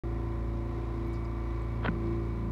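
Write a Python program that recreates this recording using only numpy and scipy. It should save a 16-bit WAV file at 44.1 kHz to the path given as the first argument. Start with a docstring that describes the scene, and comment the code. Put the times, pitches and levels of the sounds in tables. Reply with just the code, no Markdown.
"""Calm open sea from a small boat: after a moment of silence, the close engine idles over an even sea hiss.
It is a sum of shaft-speed partials, with a low hum, a light rattle on every turn and throbbing noise.
A few droplets tick and fizz near the hull throughout, as short bands of noise and single-sample clicks.
Late on, far off, a whale slaps its tail: tearing noise bursts, a crack of short rings as the flukes land
flat, the falling tone of the trapped air as a thump, then a low noise band as bubbles rumble on."""
import sys
import numpy as np
from scipy import signal
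from scipy.fft import rfft, irfft, next_fast_len
from scipy.io import wavfile
from scipy.ndimage import map_coordinates

SR = 44100
rng = np.random.default_rng(int(sys.argv[2]) if len(sys.argv) > 2 else 0)


def persist_wave(psi):
    """Save psi, clipped to +-1, as 16-bit WAV."""
    counts = np.round(np.clip(psi, -1, 1) * 32767).astype(np.int16)
    wavfile.write(sys.argv[1], SR, np.atleast_2d(counts).T)


N = 110691  # samples, about 2.5 s

SHAFT_HZ = 28.246  # mean turns of the engine shaft per second

# colour of the water thrown up by the tail: pitch_hz, relative_level_db (per Hz)
SPRAY_COLOUR = [(100, -17), (180, -17), (320, -5), (520, 2.5), (750, -7.5), (1100, 0), (1700, -2),
                (2200, -17), (3300, -13), (4300, -27.5), (5300, -39), (7000, -72)]


def undb(db):
    """Decibels to gain."""
    return 10 ** (np.asarray(db) / 20)


def clock():
    """Time of every sample, in seconds."""
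    return np.arange(N) / SR


def curve(x, points):
    """Straight lines through (x, value) points."""
    return np.interp(x, *np.array(points, float).T)


def spectrum_db(hz, points):
    """Straight lines through (Hz, dB) points on a log-frequency axis."""
    point_hz, point_db = np.array(points, float).T
    return np.interp(np.log(np.maximum(hz, 1)), np.log(point_hz), point_db)


def noise(gain):
    """Noise of rms 1, shaped by a function of frequency."""
    size = next_fast_len(N)
    spectrum = rfft(rng.standard_normal(size)) * gain(np.fft.rfftfreq(size, 1 / SR))
    shaped = irfft(spectrum, size)[:N]
    return shaped / shaped.std()


def coloured(points):
    """Noise of rms 1 with a (Hz, dB) spectrum."""
    return noise(lambda hz: undb(spectrum_db(hz, points)))


def band(centre_hz, width_hz):
    """Noise of rms 1 in one resonance, its width taken at half gain."""
    return noise(lambda hz: 1 / (1 + (2 * (hz - centre_hz) / width_hz) ** 2))


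def walk(rate):
    """Smooth random drift with a spread near 1, through `rate` random points a second."""
    points = rng.standard_normal(size=4096)
    coarse = map_coordinates(points, [clock()[::8] * rate], mode="wrap")
    return coarse.repeat(8)[:N]  # each value holds for 8 samples


def burst(at, rise, decay):
    """Exponential swell up to a moment and decay after it (seconds)."""
    t = clock() - at
    return np.exp(-np.maximum(-t / rise, t / decay))


def splash():
    """The edge of the tail tears into the water in a few quick bursts of noise."""
    # bursts: peak_s, peak_level_db, rise_s, decay_s
    tears = [(1.836, -43, .006, .004), (1.8502, -28, .004, .003), (1.8572, -31, .001, .002),
             (1.8612, -26, .0015, .003), (1.873, -40, .002, .002)]
    envelope = sum(undb(db) * burst(at, rise, decay) for at, db, rise, decay in tears)
    return coloured(SPRAY_COLOUR) * envelope


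def crack():
    """The tail lands flat in quick blows that share the same short rings; each throws a little spray."""
    # flat blows of the flukes: start_s, strength_db
    blows = [(1.8755, -7), (1.8822, 1.5), (1.8842, -2.5)]
    # rings of each blow: pitch_hz, level_db (before the strength of the blow), t60_s
    modes = [(400, -30, .04), (740, -23, .013), (1030, -21, .012), (1460, -18, .013), (1730, -24, .011),
             (2700, -35, .008), (3500, -42, .007)]
    contact_s, spray_db, spray_decay_s = .0005, -37, .0035  # spray level before the strength
    out, spray = 0, coloured(SPRAY_COLOUR)
    for at, strength_db in blows:
        t = np.maximum(clock() - at, 0)
        rings = sum(undb(db - 60 * t / t60) * np.sin(2 * np.pi * hz * t) for hz, db, t60 in modes)
        wet = undb(spray_db) * np.exp(-t / spray_decay_s) * spray
        onset = 1 - np.exp(-(t / contact_s) ** 2)
        out = out + undb(strength_db) * (wet - rings) * onset
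    return out


def thump():
    """The pocket of air under the tail rings for a few cycles, falling in pitch."""
    start_hz, end_hz, sag_s = 350, 135, .006
    rise_s, decay_s = .004, .0053
    t = np.maximum(clock() - 1.8858, 0)
    # integral of a pitch that sags exponentially
    cycles = end_hz * t + (start_hz - end_hz) * sag_s * (1 - np.exp(-t / sag_s))
    envelope = (1 - np.exp(-(t / rise_s) ** 2)) * np.exp(-t / decay_s)
    return undb(-9) * envelope * np.sin(2 * np.pi * cycles)


def churn():
    """The bubble cloud rumbles on briefly after the thump, as a narrow low band of noise."""
    return undb(-37) * burst(at=1.93, rise=.026, decay=.09) * band(centre_hz=170, width_hz=16)


def engine():
    """The idling engine: hum, clatter and a rush that throbs with the two firings of each turn."""
    # rough noise of engine and exhaust water: pitch_hz, relative_level_db (per Hz)
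    rush_colour = [(25, -29), (45, -7), (110, 4.5), (160, 1.5), (220, -7.5), (360, 1), (480, -6.5),
                   (800, -15.5), (1100, -10), (1600, -23), (2250, -17.5), (2650, -26), (3150, -31),
                   (3800, -27), (4400, -33.5), (5200, -35), (6500, -41.5), (15000, -57.5)]
    # level of that noise before drift and throb: time_s, level_db
    rush_level = [(.1, -47), (.5, -47), (.95, -45), (1.2, -45.5), (1.5, -45.5), (1.8, -46.5), (2.05, -45.5),
                  (2.5, -47.5)]
    speed_wander = .00115  # share of the shaft rate
    turns = np.cumsum(SHAFT_HZ * (1 + speed_wander * walk(5.914))) / SR
    level_db = curve(clock(), rush_level) + 0.67 * walk(11.26)
    throb = 1 + 0.19 * np.sin(4 * np.pi * turns)
    rush = undb(level_db) * coloured(rush_colour) * throb
    return hum(turns) + casing(turns) + rush


def hum(turns):
    """Low partials of the exhaust, each wavering a little; two regions swell and fade."""
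    # partials: order (multiple of the shaft rate), rms_level_db (before waver and swells)
    partials = [(2, -35.5), (3, -48.5), (4, -38.5), (6, -56), (7, -58.5), (8, -48.5), (9, -50.5),
                (10, -56.5), (11, -62.5), (12, -43), (14, -55)]
    # swell of the low middle of the hum: time_s, change_db
    low_swell = [(.1, 4), (.45, 5), (.6, 4), (.8, -6), (1.15, 6), (1.4, -4), (1.6, -14), (1.78, 7.5),
                 (1.95, 13.5), (2.2, 7.5), (2.45, 14.5)]
    # swell of the upper hum: time_s, change_db
    upper_swell = [(.1, 2.5), (.4, -2), (.7, -0.5), (1.1, 2.5), (1.22, -2), (1.5, 0), (1.75, -4.5),
                   (2.05, 2), (2.5, 1)]
    low_hz, low_width_hz = 186.5, 39
    upper_hz, upper_width_hz = 342, 27
    out, low, upper = 0, curve(clock(), low_swell), curve(clock(), upper_swell)
    for order, db in partials:
        hz = round(order) * SHAFT_HZ
        # 1.86 dB of waver at 300 Hz; lower partials are steadier
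        db = db + 1.86 * np.sqrt(hz / 300) * walk(7)
        db = db + low * np.exp(-((hz - low_hz) / low_width_hz) ** 2)
        db = db + upper * np.exp(-((hz - upper_hz) / upper_width_hz) ** 2)
        wave = np.sin(2 * np.pi * (round(order) * turns + rng.random()))
        out = out + np.sqrt(2) * undb(db) * wave
    return out


def casing(turns):
    """A clatter that repeats on every turn, with a ring sliding upward and a thin whine."""
    # upper partials of the engine casing: pitch_hz, rms_level_db (of each partial, before waver)
    casing_colour = [(420, -66), (480, -76), (570, -60), (640, -70.5), (730, -61), (810, -77), (910, -66.5),
                     (960, -70.5), (1020, -58.5), (1090, -70.5), (1160, -62), (1230, -78), (1380, -73),
                     (1650, -82.5), (1900, -74), (2500, -94)]
    # thin engine whine: time_s, rms_level_db
    whine_level = [(.1, -69), (.9, -72.5), (1.1, -60.5), (1.4, -64), (1.8, -65), (2.1, -63), (2.5, -68.5)]
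    rattle_hz, rattle_reach_hz, sweep_hz_per_s = 1089.3, 110, 5860
    whine_hz = 2258
    out = 0
    for order in range(15, 88):
        hz, offset = order * SHAFT_HZ, rng.random()
        if abs(hz - rattle_hz) < rattle_reach_hz:
            # phases that line up later for higher partials: an upward slide once a turn
            offset = -(hz - rattle_hz) ** 2 / (2 * sweep_hz_per_s)
        db = spectrum_db(hz, casing_colour) + 3 * walk(3.87)
        out = out + undb(db) * np.sin(2 * np.pi * (order * turns + offset))
    whine_phase = 2 * np.pi * whine_hz / SHAFT_HZ * turns + 0.26 * walk(35.34)
    whine = undb(curve(clock(), whine_level)) * np.sin(whine_phase)
    return np.sqrt(2) * (out + whine)


def droplets():
    """Tiny fizzes of water beside the boat, broken into grains, and the faint lone ticks of ripples."""
    # fizzes near the hull: peak_s, peak_level_db (before the grain), pitch_hz, width_hz, decay_s
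    drops = [(.574, -66, 5440, 700, .004), (1.074, -70, 12400, 3500, .012),
             (1.133, -68, 9000, 4000, 0.0077), (1.139, -65.5, 7000, 2000, 0.0087),
             (1.144, -59, 4970, 700, 0.0054), (1.159, -65, 5100, 1500, 0.013),
             (1.248, -67, 6800, 1500, .002), (1.252, -61, 4900, 500, .004),
             (1.6206, -57, 7700, 650, 0.0014), (2.071, -60, 4300, 1500, .003),
             (2.257, -68.5, 8500, 6000, .002), (2.283, -73, 10300, 2000, 0.0026)]
    fizz = 0
    for at, db, hz, width, decay in drops:
        fizz = fizz + undb(db) * burst(at, .6 * decay, decay) * band(hz, width)
    grain = undb(2.5 * walk(590))
    ticks_per_s, tick_db, tick_spread_db = 14, -58, 1
    struck = rng.random(N) < ticks_per_s / SR
    ticks = struck * undb(tick_db + tick_spread_db * rng.standard_normal(N))
    return fizz * grain + ticks


def sea_hiss():
    """The even hiss of the sea, as steady noise."""
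    # colour of the hiss: pitch_hz, relative_level_db (per Hz)
    hiss_colour = [(500, 11), (4000, 6.5), (7000, 2.5), (10000, 2), (16000, -1.5)]
    return undb(-73) * coloured(hiss_colour)


def scene():
    """Tail slap far away, engine, droplets and sea nearby, summed to one channel."""
    slap = splash() + crack() + thump() + churn()
    return (slap + engine() + droplets() + sea_hiss())[None]


def record(dry):
    """The sound sets in after a moment of silence; the top is cut steeply."""
    start_s, fade_s, top_hz = .036, .0003, 15750
    opened = np.clip((clock() - start_s) / fade_s, 0, 1)
    top_cut = signal.ellip(10, .2, 80, top_hz, fs=SR, output="sos")
    return signal.sosfilt(top_cut, dry * opened)


dry = scene()
out = record(dry)
persist_wave(out)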